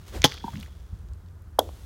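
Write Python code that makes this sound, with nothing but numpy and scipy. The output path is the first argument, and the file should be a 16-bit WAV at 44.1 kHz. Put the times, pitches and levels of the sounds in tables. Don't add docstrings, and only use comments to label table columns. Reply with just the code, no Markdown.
import sys
import numpy as np
from scipy import signal
from scipy.fft import rfft, irfft
from scipy.io import wavfile

SR = 44100
rng = np.random.default_rng(int(sys.argv[2]) if len(sys.argv) > 2 else 0)


def put_to_file(sound):
    columns = np.atleast_2d(sound).T
    safe = np.clip(columns, -1, 1)
    whole_steps = np.round(safe * 32767)
    wavfile.write(sys.argv[1], SR, whole_steps.astype(np.int16))


N = 81585
T = np.arange(N) / SR

# f/Hz, level/dB
WIND_EQ = [(20, -31.5), (35, -10), (55, 1), (85, 0.5), (120, -16), (180, -16.5), (250, -33.5), (600, -41.5)]
AIR_EQ = [(100, -3), (350, 5), (700, -5.5), (1400, -3.5), (2400, -18), (3400, -19), (6000, -20.5),
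          (16000, -23.5)]
HISS_EQ = [(200, 6.5), (1200, 0), (2400, -0.5), (3400, 0.5), (5000, -3), (6300, -2.5), (8000, -8),
           (10500, -9.5), (12000, -11.5), (16000, -9)]
LATE_HISS_EQ = [(150, 14), (350, 12), (700, 3), (1400, 0), (2400, -3), (3500, 2), (5000, -3), (6500, -2),
                (8500, -6), (12000, -6), (16000, -9)]
# t/s, level/dB, half length/s
PUFFS = [(0.213, -34.5, 0.037), (0.937, -35, 0.012), (1.043, -47, 0.012), (1.114, -41.5, 0.019)]
# t/s, level/dB
HISS_RIDE = [(0, -61), (.06, -58), (.085, -49.5), (.12, -54), (.22, -53), (.41, -61), (.46, -52.5),
             (.62, -53.5), (.7, -63), (.9, -66.5), (1.3, -76), (1.85, -76)]
# t/s, level/dB, f/Hz
TICKS = [(.08, -43.5, 5900), (0.2193, -22.5, 3300), (0.229, -33, 2940), (0.321, -29, 3020),
         (0.342, -40, 6000), (.556, -45.5, 2000), (.601, -43.5, 8000), (.627, -43.5, 8030),
         (.66, -50, 3530), (.8, -57, 4000), (.99, -56, 5000), (1.087, -53.5, 3486), (1.135, -55, 4540),
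         (1.262, -58, 4540), (1.286, -55, 2980), (1.421, -52.5, 12100), (1.69, -45, 1100)]
# multiple of its pitch, level/dB
TICK_EQ = [(.25, -26), (.7, 1), (1, 1), (1.9, -0.5), (3, -21.5)]
# f/Hz, level/dB
SWISH_EQ = [(60, 3), (200, 5), (550, 0), (1000, -8), (2200, -13), (3500, -14), (7000, -20), (16000, -28)]
# t/s, level/dB, f/Hz, half length/s
ICE_CHIRPS = [(0.237, -35.5, 2540, 0.004), (0.337, -45, 3380, 0.0029), (.346, -45.5, 1480, 0.003),
              (0.378, -45, 2180, 0.0027), (.411, -50, 1670, 0.0027), (0.536, -47.5, 1210, 0.0049),
              (0.557, -40.5, 2000, .002), (0.566, -52, 5850, 0.0014), (.572, -45, 2900, 0.0014),
              (0.6104, -39.5, 4000, 0.00094), (.631, -41.5, 2510, .0022), (0.663, -48.5, 1860, 0.0015),
              (0.682, -49.5, 580, 0.0029)]
# f/Hz, level/dB
FLUTTER_EQ = [(100, -3), (600, -0.5), (1400, -11.5)]
# t/s, level/dB, f/Hz, half length/s
BENDING_WAVES = [(0.2421, -5.5, 2230, 0.00054), (0.2456, -4.5, 417, 0.00087), (.2525, -12, 236, .002),
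                 (.3208, -31, 1940, 0.00072), (1.5905, -4.5, 696, 0.0013), (1.5953, -24, 1300, .001),
                 (1.6085, -28.5, 788, 0.002), (1.618, -28, 540, 0.0032), (1.629, -35.5, 620, 0.0023),
                 (1.692, -29.5, 620, 0.0005)]
# t/s, level/dB, tilt/(dB per octave)
HITS = [(0.2422, -2.5, -7), (.2454, -1.5, -14.5), (.2575, -16, -7), (1.5917, -12.5, 1)]
# f/Hz, level/dB, t60/s
HIT_MODES = [(3150, -13.5, 0.011), (3355, -0.5, 0.015), (3804, -6.5, .008), (4840, -4.5, .006),
             (5336, -8, 0.0052), (6300, -6.5, .005), (7900, -10.5, .0045), (9300, -2, .003),
             (11560, -0.5, 0.003), (13100, -9, .0035), (15500, -18, .003)]
# f/Hz, level/dB
CRUNCH_EQ = [(150, -3), (400, 4), (1200, -1.5), (2600, -8), (3300, 2.5), (4200, -2.5), (6400, -0.5),
             (7800, -18.5), (12000, -16.5), (16000, -22)]
SPRAY_EQ = [(200, 2), (400, 4), (800, -4), (1400, -1), (2600, -6.5), (3350, -0.5), (3900, -2), (4600, 3.5),
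            (6400, -5), (8000, -18.5), (16000, -23)]
# f/Hz, level/dB, t60/s
BOOM_MODES = [(138, -6, .17), (275.7, 3, 0.072), (471.4, 0, .07), (652, -10, .06), (848, 5, 0.069),
              (1052.5, -3, 0.069), (1615, -1.5, 0.043), (1733, -6, .04), (1983, -5, .035),
              (3040, -2.5, .05), (3355, 5.5, .055), (4460, -7, .06), (4760, -8.5, .06), (6230, -8, .05)]
# t/s, ring level/dB, thump level/dB
HAND_KNOCKS = [(.4408, -24, -27), (.465, -33.5, -43.5), (0.4794, -22.5, -42)]
# f/Hz, level/dB, t60/s
HOUSING_MODES = [(930, 0.5, .05), (786, -7, 0.03), (1580, -19.5, 0.032)]
# f/Hz, level/dB
RUB_EQ = [(40, -14), (110, 0), (230, -3), (330, -21), (500, -45), (2000, -45)]
# f/Hz, level/dB
SHEET_BODY_EQ = [(120, -32), (240, -4), (480, 5), (700, -6), (1000, -18), (1400, -38), (2200, -49),
                 (2800, -34), (3300, -18.5), (4300, -34), (6500, -30.5), (8500, -33), (16000, -36.5)]
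SHEET_EDGE_EQ = [(500, -6), (850, 4.5), (1300, 3.5), (1650, -3), (2200, -27), (2800, -40), (3400, 0.5),
                 (4400, -18.5), (6500, -13.5), (8500, -27.5), (11500, -21), (16000, -32)]

STRIKE_S, LANDING_S = .2425, 1.593


def from_db(db):
    return 10 ** (np.asarray(db) / 20)


def colour(x, eq):
    hz, db = np.transpose(eq)
    f = np.maximum(np.fft.rfftfreq(N, 1 / SR), 1)
    gain = from_db(np.interp(np.log(f), np.log(hz), db))
    rolloff = (1 + (hz[0] / f / 2) ** 4) * (1 + (f / hz[-1] / 2) ** 4)
    y = irfft(rfft(x) * gain / rolloff, N)
    return y / y.std()


def noise(eq):
    return colour(rng.standard_normal(N), eq)


def grains(eq, per_s, spread_db):
    sizes = from_db(spread_db * np.minimum(rng.exponential(1, N), 4)) * rng.choice([-1, 1], N)
    return colour(sizes * (rng.random(N) < per_s / SR), eq)


def fade(s, t60, hold=0):
    return (T >= s) * from_db(-60 * np.clip((T - s - hold) / t60, 0, 4))


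def swell(s, width):
    return np.exp(-.5 * np.minimum(((T - s) / width) ** 2, 100))


def ring(s, hz, t60):
    return fade(s, t60) * np.sin(2 * np.pi * hz * (T - s))


def struck_body(s, modes):
    return sum((-1) ** k * from_db(db) * ring(s, hz, t60) for k, (hz, db, t60) in enumerate(modes))


def glide(s, hz, width, slope):
    u = np.clip((T - s) / width, -4, 4)
    cycles = hz * width * u / np.maximum(1 - slope * u / 2, .1)
    return swell(s, width) * np.sin(2 * np.pi * cycles)


def wind():
    puffs = sum(from_db(db) * swell(s, width) for s, db, width in PUFFS)
    return (from_db(-42.5) + puffs) * noise(WIND_EQ)


def air_bed():
    crackle = from_db(np.interp(T, *np.transpose(HISS_RIDE))) * grains(HISS_EQ, per_s=9000, spread_db=4.5)
    late_hiss = from_db(-56) * (T >= LANDING_S) * noise(LATE_HISS_EQ)
    return from_db(-61.5) * noise(AIR_EQ) + crackle + late_hiss


def chips():
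    return sum(from_db(db) * fade(s, t60=.0078) * noise([(hz * k, level) for k, level in TICK_EQ])
               for s, db, hz in TICKS)


def arm_swish():
    return from_db(-36.5) * swell(.16, width=.021) * noise(SWISH_EQ)


def chirps():
    sweeps = sum(from_db(db) * glide(s, hz, width, slope=.18) for s, db, hz, width in ICE_CHIRPS)
    return sweeps * (1 + .8 * noise(FLUTTER_EQ))


def pews():
    return sum(from_db(db) * glide(s, hz, width, slope=-.28) for s, db, hz, width in BENDING_WAVES)


def cracks():
    pivot_hz, low_cut_hz = HIT_MODES[1][0], 3190
    rings = sum(from_db(db + mode_db + tilt * np.log2(hz / pivot_hz)) * ring(s, hz, t60)
                for s, db, tilt in HITS for hz, mode_db, t60 in HIT_MODES)
    return signal.sosfilt(signal.cheby1(6, 1, low_cut_hz, "high", fs=SR, output="sos"), rings)


def crunch():
    crushed = grains(CRUNCH_EQ, per_s=9000, spread_db=3)
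    return from_db(-16) * fade(STRIKE_S, t60=.055, hold=.01) * crushed


def spray():
    mic_hz, bandwidth_hz = 3334, 190
    patter = grains(SPRAY_EQ, per_s=3200, spread_db=4)
    thin = signal.lfilter(*signal.iirpeak(mic_hz, mic_hz / bandwidth_hz, fs=SR), patter)
    mic_ring = from_db(-46.5) * fade(STRIKE_S, t60=1.2) * thin / thin.std()
    return from_db(-34.5) * fade(STRIKE_S, t60=.47) * patter + mic_ring


def boom():
    return from_db(-19.5) * struck_body(.2447, BOOM_MODES)


def handling():
    rise_s, thump_delay_s = .0012, .00907
    knocks = 0
    for s, ring_db, thump_db in HAND_KNOCKS:
        housing = from_db(ring_db) * struck_body(s, HOUSING_MODES)
        dull_ring = from_db(thump_db - 5) * ring(s, hz=380, t60=.06)
        attack = -np.expm1(-np.maximum(T - s, 0) / rise_s)
        thump = from_db(thump_db) * glide(s + thump_delay_s, hz=208, width=.0047, slope=-.23)
        knocks += attack * (housing + dull_ring) + thump
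    rub = from_db(-35) * swell(.572, width=.028) * noise(RUB_EQ)
    return knocks + rub


def sheet_ring():
    body = from_db(-31.5) * fade(LANDING_S, t60=.29) * noise(SHEET_BODY_EQ)
    edge = from_db(-22) * fade(LANDING_S, t60=.034) * noise(SHEET_EDGE_EQ)
    return body + edge


def scene():
    impacts = chips() + chirps() + pews() + cracks() + crunch() + spray() + boom() + sheet_ring()
    return (wind() + air_bed() + arm_swish() + handling() + impacts)[None]


def record(dry):
    high_cut_hz = 16000
    return signal.sosfilt(signal.ellip(12, .1, 90, high_cut_hz, fs=SR, output="sos"), np.clip(dry, -1, 1))


dry = scene()
out = record(dry)
put_to_file(out)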